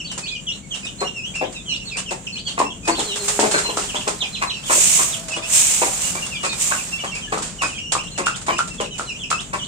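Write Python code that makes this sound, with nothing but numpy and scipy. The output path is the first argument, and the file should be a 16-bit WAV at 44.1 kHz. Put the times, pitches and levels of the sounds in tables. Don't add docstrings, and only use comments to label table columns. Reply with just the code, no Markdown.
import sys
import numpy as np
from scipy import signal
from scipy.fft import rfft, irfft, next_fast_len
from scipy.io import wavfile
from scipy.ndimage import uniform_filter1d, map_coordinates

SR = 44100
rng = np.random.default_rng(int(sys.argv[2]) if len(sys.argv) > 2 else 0)


def nominal_scale(level):
    x = np.asarray(level, float) / 20
    return 10 ** x


def dump_mix(stems):
    frames = np.atleast_2d(stems).T
    limited = np.clip(frames, -1, 1)
    pcm = np.round(limited * 32767).astype(np.int16)
    wavfile.write(sys.argv[1], SR, pcm)


N = 426447

# time in seconds, rumble level in dB, rustle level in dB.
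YARD_LEVELS = [(0, -40.5, -40.5), (5.5, -40, -40.5), (9.67, -39.5, -40.5)]
# frequency in Hz, density in dB per Hz.
RUMBLE_COLOUR = [(21, -36), (35, 1.5), (86, -4), (183, 3.5), (213, 0), (291, -7.5), (700, -21), (910, -75),
                 (1540, -120)]
RUSTLE_COLOUR = [(250, -77), (400, -4.5), (1900, -14), (3000, -9.5), (5000, -21), (7500, -2), (9000, -14),
                 (10500, -32.5), (15500, -33)]

DIP_SHAPE = [(0, 1.24), (.25, 1.06), (.5, 1), (.7, 1.06), (.85, 1.3), (1, 1.6)]
HOOK_SHAPE = [(0, .98), (.55, 1.04), (.75, 1.2), (1, 1.55)]
RISE_SHAPE = [(0, 1), (1, 1.3)]
FALL_SHAPE = [(0, 1.27), (.7, 1.04), (1, 1)]
DROP_SHAPE = [(0, 1.58), (.4, 1.55), (1, 1)]
LEVEL_SHAPE = [(0, 1.04), (1, 1)]
# start in seconds, length in seconds, lowest pitch in Hz, level in dB.
DIP_CALLS = [(0.465, 0.068, 2734, -34), (9.586, 0.066, 2880, -34.5)]
HOOK_CALLS = [(9.36, 0.05, 2640, -35.5)]
RISE_CALLS = [(1.223, 0.059, 2604, -33), (1.956, 0.037, 2336, -33.5), (3.935, 0.021, 2320, -41),
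              (5.42, 0.05, 2320, -37), (7.979, 0.034, 2384, -33)]
FALL_CALLS = [(0.706, 0.045, 2690, -35), (1.898, 0.06, 2260, -38), (2.06, 0.048, 2540, -37),
              (2.456, 0.049, 2720, -37), (3.032, 0.13, 3570, -40), (3.085, 0.05, 2660, -35),
              (6.306, 0.067, 2270, -39), (6.77, 0.048, 2345, -37), (7.582, 0.075, 2395, -38),
              (7.687, 0.076, 2430, -43.5), (8.78, 0.053, 2776, -38), (9.075, 0.058, 2410, -36.5)]
DROP_CALLS = [(1.85, 0.063, 2760, -40.5), (2.452, 0.068, 2830, -38.5), (2.967, 0.044, 2680, -33.7),
              (8.913, 0.052, 2500, -50)]
LEVEL_CALLS = [(0.279, 0.03, 3380, -37), (0.831, 0.028, 2480, -34.5), (0.984, 0.045, 4076, -37.5),
               (1.045, 0.052, 2790.0, -33.5), (1.348, 0.061, 2630, -37), (2.831, 0.065, 2474, -37),
               (2.903, 0.038, 4380, -35.5), (3.196, 0.034, 4120, -37.5), (3.636, 0.053, 4070, -31.5),
               (4.324, 0.063, 3980, -40), (4.466, 0.065, 3926, -38), (6.22, 0.017, 2720, -34),
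               (6.915, 0.038, 2626, -34.5), (7.612, 0.063, 2430, -38), (7.822, 0.054, 2763, -39.5),
               (7.865, 0.043, 2875, -37.5), (8.042, 0.043, 2740, -42.5), (8.241, 0.058, 2715, -33.5),
               (8.702, 0.043, 2637, -39.5), (8.908, 0.051, 2980, -37), (9.31, 0.053, 2520, -39)]
# start in seconds, start pitch in Hz, end pitch in Hz, level in dB.
SWOOP_CALLS = [(.745, 2870, 4000, -34), (.864, 2540, 3800, -33.5), (1.07, 2890, 3980, -34.5),
               (1.429, 2470, 4330, -35), (1.728, 2820, 5130, -35), (2.267, 3270, 2460, -26.5),
               (2.356, 2450, 4750, -27), (2.933, 2390, 4250, -32), (3.13, 2720, 3650, -29.5),
               (3.696, 3560, 2500, -30.5), (3.95, 2720, 3900, -28.5), (3.994, 3860, 2460, -31.5),
               (4.342, 4070, 2320, -31), (4.491, 4000, 2380, -29), (5.367, 3050, 3870, -35),
               (8.065, 2770, 4080, -39.5), (8.337, 2850, 3880, -36), (8.824, 2850, 4350, -41)]
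# start in seconds, length in seconds, start pitch in Hz, end pitch in Hz, level in dB.
EARLY_SLIDES = [(0, 0.019, 3080, 2560, -33.5), (.045, 0.022, 2450, 3540, -42),
                (0.046, 0.024, 4450, 4400, -41), (0.069, 0.028, 4400, 3480, -42),
                (1.142, 0.069, 2860, 2450, -39.5), (.095, 0.039, 3180, 2730, -35),
                (.215, 0.069, 2590, 2370, -42), (.258, 0.036, 2430, 4500, -33),
                (.3, .055, 2540, 2370, -36.5), (.35, 0.025, 3300, 2700, -34.5),
                (.628, 0.031, 2280, 2170, -53.5), (.85, 0.033, 3920, 3330, -45),
                (1.34, 0.021, 2290, 2870, -39), (1.39, 0.043, 2520, 2360, -43.5),
                (1.543, 0.035, 2900, 2430, -39), (1.545, 0.063, 4000, 3440, -43),
                (1.655, 0.082, 3350, 2330, -38.5), (1.688, 0.066, 3046, 2680, -32.5),
                (1.688, 0.041, 4340, 3800, -40), (1.795, 0.035, 3070, 2560, -41),
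                (2.322, 0.05, 4310, 4200, -40), (2.64, 0.059, 2610, 2900, -38),
                (2.7, 0.049, 3380, 2720, -41.5), (3.513, 0.066, 4280, 4080, -36),
                (3.65, 0.026, 3170, 2480, -33), (3.812, 0.021, 3200, 2550, -37),
                (3.875, 0.045, 3600, 2390, -37), (0.484, .045, 3430, 3290, -41.5),
                (.235, 0.025, 4450, 4450, -41), (4.19, 0.035, 4110, 3950, -42),
                (4.205, 0.039, 3900, 2310, -31), (4.232, 0.027, 2460, 2390, -39),
                (4.522, 0.059, 3200, 2520, -37), (4.53, 0.05, 4500, 4500, -51),
                (4.632, 0.018, 2830, 3700, -42), (4.652, .05, 3680, 2620, -38.5)]
LATER_SLIDES = [(4.972, 0.027, 3240, 2780, -42), (5.12, 0.042, 4000, 2430, -36.5),
                (5.304, 0.044, 2750, 2410, -36.5), (5.334, 0.025, 2870, 2900, -36),
                (5.418, 0.039, 3760, 3050, -46), (6.035, 0.02, 2810, 2890, -39),
                (6.078, 0.019, 2890, 2880, -36), (6.236, 0.042, 2810, 3810, -45.5),
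                (6.15, 0.042, 2370, 2340, -37.5), (6.36, 0.1, 2880, 2900, -44.5),
                (6.448, 0.028, 2550, 2480, -29), (6.49, 0.047, 3740, 3650, -39),
                (6.35, 0.026, 3600, 2920, -39), (6.96, .04, 3340, 3470, -48),
                (6.488, 0.027, 4320, 4210, -37), (6.5, .035, 2620, 2340, -36.5),
                (6.976, 0.023, 2230, 2550, -41), (6.99, 0.041, 3050, 2710, -37.5),
                (7.061, 0.035, 3400, 2880, -37), (7.115, 0.05, 2740, 2750, -36),
                (7.131, 0.046, 2260, 2540, -34.5), (7.215, 0.049, 3210, 2830, -39),
                (7.27, .042, 1680, 1704, -48), (7.747, 0.042, 3310, 3020, -41),
                (7.779, 0.017, 2310, 2920, -36), (7.8, 0.033, 3000, 2770, -37),
                (8.11, .04, 4150, 4120, -48), (8.148, .025, 3140, 2570, -42),
                (8.232, 0.014, 2370, 2770, -40), (8.3, 0.042, 2660, 2490, -43),
                (8.49, 0.064, 3150, 2730, -39), (8.49, 0.078, 2337, 2530, -41.5),
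                (8.565, 0.023, 2495, 3030, -34), (8.845, 0.025, 3050, 2420, -41),
                (8.93, 0.034, 2980, 2350, -42), (9.05, 0.049, 4240, 3830, -49),
                (9.149, .025, 2550, 3180, -42), (9.192, 0.062, 3560, 2790, -38),
                (9.233, .015, 2970, 2420, -33)]

# start in seconds, peak level in dB.
CLAW_SCRATCHES = [(.114, -28), (0.177, -24), (.849, -31.5), (1.004, -28), (1.352, -29.5), (1.525, -35.5),
                  (1.968, -22.5), (1.983, -24), (2.107, -25), (2.588, -20.5), (2.851, -31.5),
                  (2.8754, -16.5), (3.158, -21.5), (3.2805, -14.5), (3.579, -16.5), (3.837, -27.5),
                  (4.0758, -17), (4.421, -24), (5.2825, -25), (5.8172, -21), (5.362, -27.5), (5.431, -35),
                  (6.263, -25.5), (6.43, -25), (6.448, -19.5), (6.527, -25), (7.377, -25), (7.634, -32),
                  (8.034, -33.5), (8.737, -36), (7.92, -13.5), (8.177, -20.5), (8.26, -19.5), (8.3586, -27),
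                  (8.414, -31.5), (8.582, -20), (8.6755, -29), (8.806, -25), (9.3019, -18), (9.404, -29)]
CLAW_SCUFFS = [(0.745, -31), (2.477, -31.5), (2.991, -21.5), (3.395, -15.5), (3.512, -17), (3.7686, -20),
               (3.9517, -27), (5.315, -27.5), (7.0424, -31), (7.149, -30), (7.321, -27), (7.421, -23.5),
               (7.618, -21.5), (8.464, -26.5), (8.98, -27.5), (9.532, -30)]
# time of full pressure in seconds, hold in seconds, peak level in dB, fade in dB per second.
BROOM_STROKES = [
    (2.983, 0.89, -34.5, 19),
    (3.25, 0.075, -26, 48),
    (4.73, 0.27, -14, 99),
    (5.537, 0.066, -13, 35),
    (6.015, 0.067, -23, 90),
    (6.617, .03, -18, 60.5),
]
# frequency in Hz, density in dB per Hz.
BRISTLE_COLOUR = [(1470, -22), (2500, -5.5), (4620, -12), (7530, 4), (8730, 1.5), (9890, -12.5),
                  (11200, -14.5), (15200, -20), (16000, -35)]
DRAG_COLOUR = [(200, -23), (500, 6.5), (1200, 6.5), (2300, 2), (3500, 3.5), (5500, 3), (9500, -56)]

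# start in
# seconds, peak level in dB, ring in Hz, body level in dB relative to the ring.
FEEDER_KNOCKS = [(0.176, -32, 950, -4), (2.602, -3.5, 1004, -8.5), (3.392, -4, 930, 1.5),
                 (3.773, -11.5, 1294, -6), (5.818, -14, 920, -1), (7.636, -14, 1385, -10),
                 (8.802, -19.5, 520, -17), (6.722, -13.5, 1490, -20), (7.375, -15, 1230, -7),
                 (7.952, -10.5, 1107, -18), (8.269, -7.5, 1313, -31), (8.591, -8.5, 1286, -26),
                 (8.996, -14, 1313, -14.5), (9.315, -9.5, 1235, -27)]
# start in seconds, peak level in dB, beak resonance in Hz, throat level in relative dB.
GRUMBLING_CLUCKS = [(1.013, -19, 1100, 3.5), (1.411, -17.5, 805, 2.5), (1.954, -33, 1620, 1),
                    (2.109, -20.5, 900, -1), (2.576, -15.5, 1140, -1.5), (2.617, -24, 895, -5),
                    (2.875, -14, 1040, -2.5), (2.981, -24, 850, 3), (3.427, -13, 950, 4),
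                    (3.539, -11, 1534, -4), (3.586, -21, 1620, -11), (3.645, -26, 980, -12),
                    (3.688, -22.5, 1030, -1), (3.943, -22.5, 960, 1.5), (4.22, -30.5, 875, -12),
                    (4.756, -26.5, 891, 14), (5.817, -14, 980, -5.5), (5.866, -25, 775, -9),
                    (8.799, -20.5, 1030, -3.5)]
# start in seconds, peak level in dB, throat level in relative dB.
STEADY_CLUCKS = [(4.069, -17, 2.5), (4.415, -15, -21), (4.697, -16, -9), (4.99, -15.5, -12),
                 (5.364, -25.5, -2), (6.15, -23.5, -5.5), (6.433, -20.5, -12), (6.712, -18.5, -14),
                 (7.035, -23, -6), (7.322, -15.5, -4.5), (7.614, -14.5, -20), (7.917, -37, -2),
                 (8.18, -20.5, -5.5), (8.481, -16, -4), (9.531, -18.5, -14.5)]
# time in seconds, pitch in Hz, level in dB.
CROON_CALLS = [
    [(2.98, 402.4, -33), (3.4, 417.5, -35.5), (3.9, 400, -38)],
    [(4.8, 652, -49), (5.1, 661, -40.5), (5.6, 648, -44)],
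]

# frequency in Hz, 60 dB decay time in seconds.
SHED_DECAY = [(200, 0.34), (1000, 0.22), (3000, 0.22), (10000, 0.24)]
# frequency in Hz, left minus right in dB.
MICROPHONE_DIFFERENCE = [(60, 5), (200, 6), (1300, 2), (3000, -1), (5500, -4), (7000, -11), (9000, 6),
                         (11500, -0.5)]


def unit(x):
    return x / np.sqrt(np.mean(x ** 2) + 1e-20)


def along(points, hz):
    f, v = np.transpose(points)
    return np.interp(np.log(hz + 1), np.log(f + 1), v)


def curves(rows, outside=None):
    s, *columns = np.transpose(rows)
    return [np.interp(np.arange(N) / SR, s, column, outside, outside) for column in columns]


def wobble(rate):
    knots = rng.standard_normal(int(N * rate / SR) + 4)
    return map_coordinates(knots, [np.arange(N) * rate / SR])


def filtered(x, response):
    size = next_fast_len(x.shape[-1] + 4096)
    spectrum = rfft(x, size) * response(np.fft.rfftfreq(size, 1 / SR))
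    return irfft(spectrum, size)[..., :x.shape[-1]]


def resonance(f, hz, width_hz):
    return 1j * f * width_hz / (hz * hz - f * f + 1j * f * width_hz)


def grit(colour, grain_db, alike=0.):
    sizes = nominal_scale(grain_db * np.minimum(rng.exponential(size=N), 4.5))
    grains = rng.standard_normal((2, N)) * sizes
    grains[1] = alike * grains[0] + np.sqrt(abs(1 - alike ** 2)) * grains[1]
    return unit(filtered(grains, lambda hz: nominal_scale(along(colour, hz))))


def add(track, s, sound, lag, pan_db):
    for side, sign in enumerate((.5, -.5)):
        start = max(0, round(s * SR + sign * lag))
        track[side, start:][:len(sound)] += nominal_scale(sign * pan_db) * sound


def yard():
    rumble_db, rustle_db = curves(YARD_LEVELS)
    rumble = nominal_scale(rumble_db + wobble(6.1)) * grit(RUMBLE_COLOUR, grain_db=-0.5, alike=0.91)
    stirring_db = 0.54 * wobble(3.09) + np.clip(2.7 * wobble(21), -6, 2.5)
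    rustle = nominal_scale(rustle_db - 2.0 + stirring_db) * grit(RUSTLE_COLOUR, grain_db=-2.5)
    return rumble + rustle


def chick_calls():
    call_db, swoop_db, swoop_hz_per_s = 8.5, 4.5, 52000
    kinds = ((DIP_SHAPE, DIP_CALLS), (HOOK_SHAPE, HOOK_CALLS), (RISE_SHAPE, RISE_CALLS),
             (FALL_SHAPE, FALL_CALLS), (DROP_SHAPE, DROP_CALLS), (LEVEL_SHAPE, LEVEL_CALLS))
    calls = []
    for shape, rows in kinds:
        for s, length, low, db in rows:
            calls.append((s, length, np.transpose(shape) * [[1], [low]], db + call_db))
    for s, start, end, db in SWOOP_CALLS:
        span = abs(end - start)
        glide = [0, .5, 1], [start, min(start, end) + .36 * span, end]
        calls.append((s, span / swoop_hz_per_s, glide, db + swoop_db))
    for s, length, start, end, db in EARLY_SLIDES + LATER_SLIDES:
        calls.append((s, length, ([0, 1], [start, end]), db + call_db))
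    return calls


def chicks():
    calls = chick_calls()
    track, flutter = np.zeros((2, N + SR)), wobble(100)
    places = rng.uniform(-1, 1, (len(calls), 2))
    for (s, length, glide, db), place in zip(calls, places):
        u = np.linspace(0, 1, round(length * SR))
        shake = np.resize(flutter[round(s * SR):], len(u))
        smooth_hz = uniform_filter1d(np.interp(u, *glide), size=len(u) // 8, mode="nearest")
        hz = smooth_hz * (1 + .012 * shake)
        phase = 2 * np.pi * np.cumsum(hz) / SR
        overtone = nominal_scale(np.minimum(13 - hz / 110, -12)) * np.sin(2 * phase)
        swell = abs(np.sin(np.pi * u)) ** 0.5 * nominal_scale(db + 3.07 * np.roll(shake, 200))
        add(track, s, swell * (np.sin(phase) + overtone), 22 * place[0], 3 * place[1])
    return track[:, :N]


def claw_power():
    power, t = np.zeros(N + SR), np.arange(SR // 2) / SR
    for strokes, t60_s in ((CLAW_SCRATCHES, 0.23), (CLAW_SCUFFS, 0.47)):
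        for s, db in strokes:
            stroke = (1 - np.exp(-t / 0.0011)) * nominal_scale(db - 2.5 - 60 * t / t60_s)
            power[round(s * SR):][:len(t)] += stroke ** 2
    return power[:N]


def broom_power():
    press_db_per_s, bow_db, drag_db, drag_growth = 286, 0.5, -27.5, 0.34
    hiss, drag = np.zeros(N), np.zeros(N)
    uneven_db = 0.68 * wobble(35) + 0.77 * wobble(140)
    for s, hold, db, fade in BROOM_STROKES:
        since = np.arange(N) / SR - s
        bow = bow_db * np.sin(np.pi * np.clip(since / hold, 0, 1))
        pressing = press_db_per_s * np.minimum(since, 0)
        hiss_db = db + bow + pressing - fade * np.maximum(since - hold, 0)
        contact = np.clip((hiss_db + 70.5) / 45, 0, 1)
        hiss += nominal_scale(hiss_db + uneven_db) ** 2
        drag += contact * nominal_scale(drag_db + drag_growth * hiss_db + uneven_db) ** 2
    return hiss, drag


def scraping():
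    claws = claw_power()
    hiss, drag = broom_power()
    drag = drag + claws * nominal_scale(-2.5) ** 2
    claw_grit = filtered(grit(BRISTLE_COLOUR, grain_db=3.0), lambda hz: nominal_scale(-10.5 * (hz > 9800)))
    bright = np.sqrt(hiss) * grit(BRISTLE_COLOUR, grain_db=2.5)
    dull = np.sqrt(drag) * grit(DRAG_COLOUR, grain_db=3.0, alike=0.063)
    return bright + np.sqrt(claws) * claw_grit + dull


def feeder():
    track = np.zeros((2, N + SR))
    bounce = .5 * signal.unit_impulse(SR // 5, round(0.014 * SR))
    blow = signal.unit_impulse(SR // 5) + bounce
    for s, db, ring_hz, body_db in FEEDER_KNOCKS:
        def shell(f):
            pair = resonance(f, ring_hz, 110) + 1.9 * resonance(f, 1.064 * ring_hz, 61)
            click = nominal_scale(-16) * resonance(f, 2700, 2500)
            body = nominal_scale(body_db + 10.0) * resonance(f, 280, 310)
            return (pair + click - body) * resonance(f, 1070, 3700) ** 2

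        knock = filtered(blow, shell)
        add(track, s, nominal_scale(db + 3.0) * knock / abs(knock).max(), 4, -1)
    return track[:, :N]


def hens():
    track, t = np.zeros((2, N + SR)), np.arange(SR // 6) / SR
    steady = [(s, db, 1111, throat_db) for s, db, throat_db in STEADY_CLUCKS]
    swell = (1 - np.exp(-t / 0.0034)) * np.exp(-(t / 0.025) ** 2)
    for s, db, beak_hz, throat_db in GRUMBLING_CLUCKS + steady:
        pulse_hz = 186 * (1 + 0.084 * rng.standard_normal()) * (1 - .6 * t)
        cycles = np.cumsum(pulse_hz) / SR + .95
        pulses = np.diff(np.floor(cycles), prepend=0.) * nominal_scale(rng.normal(0, 4.85, len(t)))
        breath = .075 * rng.standard_normal(len(t))

        def tract(f):
            throat = nominal_scale(throat_db + 9.0) * resonance(f, 465, 400) * resonance(f, 206, 210)
            upper = nominal_scale(-17.5) * resonance(f, 1970, 1140) - nominal_scale(-11.0) * resonance(f, 2700, 270)
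            return (resonance(f, beak_hz, 165) - throat + upper) * resonance(f, 1745, 8550) ** 2

        cluck = filtered((pulses + breath) * swell, tract)
        add(track, s - .002, nominal_scale(db + 7.5) * cluck / abs(cluck).max(), 12, 0)
    return track[:, :N]


def croon():
    moan = np.zeros(N)
    for call in CROON_CALLS:
        hz, db = curves(call, -120)
        half_phase = np.pi * np.cumsum(hz * (1 + 0.025 * wobble(45))) / SR
        rough = np.sin(half_phase) + np.sin(3 * half_phase) + np.sin(4 * half_phase)
        moan += nominal_scale(db + 3 * wobble(22)) * (np.sin(2 * half_phase) + nominal_scale(-15.5) * rough)
    return moan


def shed(x, wet_db):
    wet, hop = np.zeros((2, N + SR)), SR // 4
    for start in range(0, N, hop):
        hz, t, z = signal.stft(rng.standard_normal((2, SR // 3)), SR, nperseg=256)
        z[1, hz < 450] = z[0, hz < 450]
        decay = nominal_scale(-60 * t / along(SHED_DECAY, hz)[:, None])
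        tail = signal.istft(z * decay, SR, nperseg=256)[1]
        answer = signal.fftconvolve(x[:, start:start + hop], tail / np.linalg.norm(tail[0]), axes=1)
        wet[:, start + 250:][:, :answer.shape[1]] += answer
    return x + nominal_scale(wet_db) * wet[:, :N]


def scene():
    brood = shed(chicks(), wet_db=0.2)
    flock = shed(feeder() + hens(), wet_db=-1.5)
    return yard() + brood + scraping() + flock + croon()


def band_limit(x):
    return signal.sosfilt(signal.butter(12, 16130, fs=SR, output="sos"), x)


def record(dry):
    sides = np.array([[.5], [-.5]])
    ports = filtered(dry, lambda hz: nominal_scale(along(MICROPHONE_DIFFERENCE, hz) * sides) * (hz < 16100))
    return band_limit(.9 * np.tanh(ports / .9))


dry = scene()
out = record(dry)
dump_mix(out)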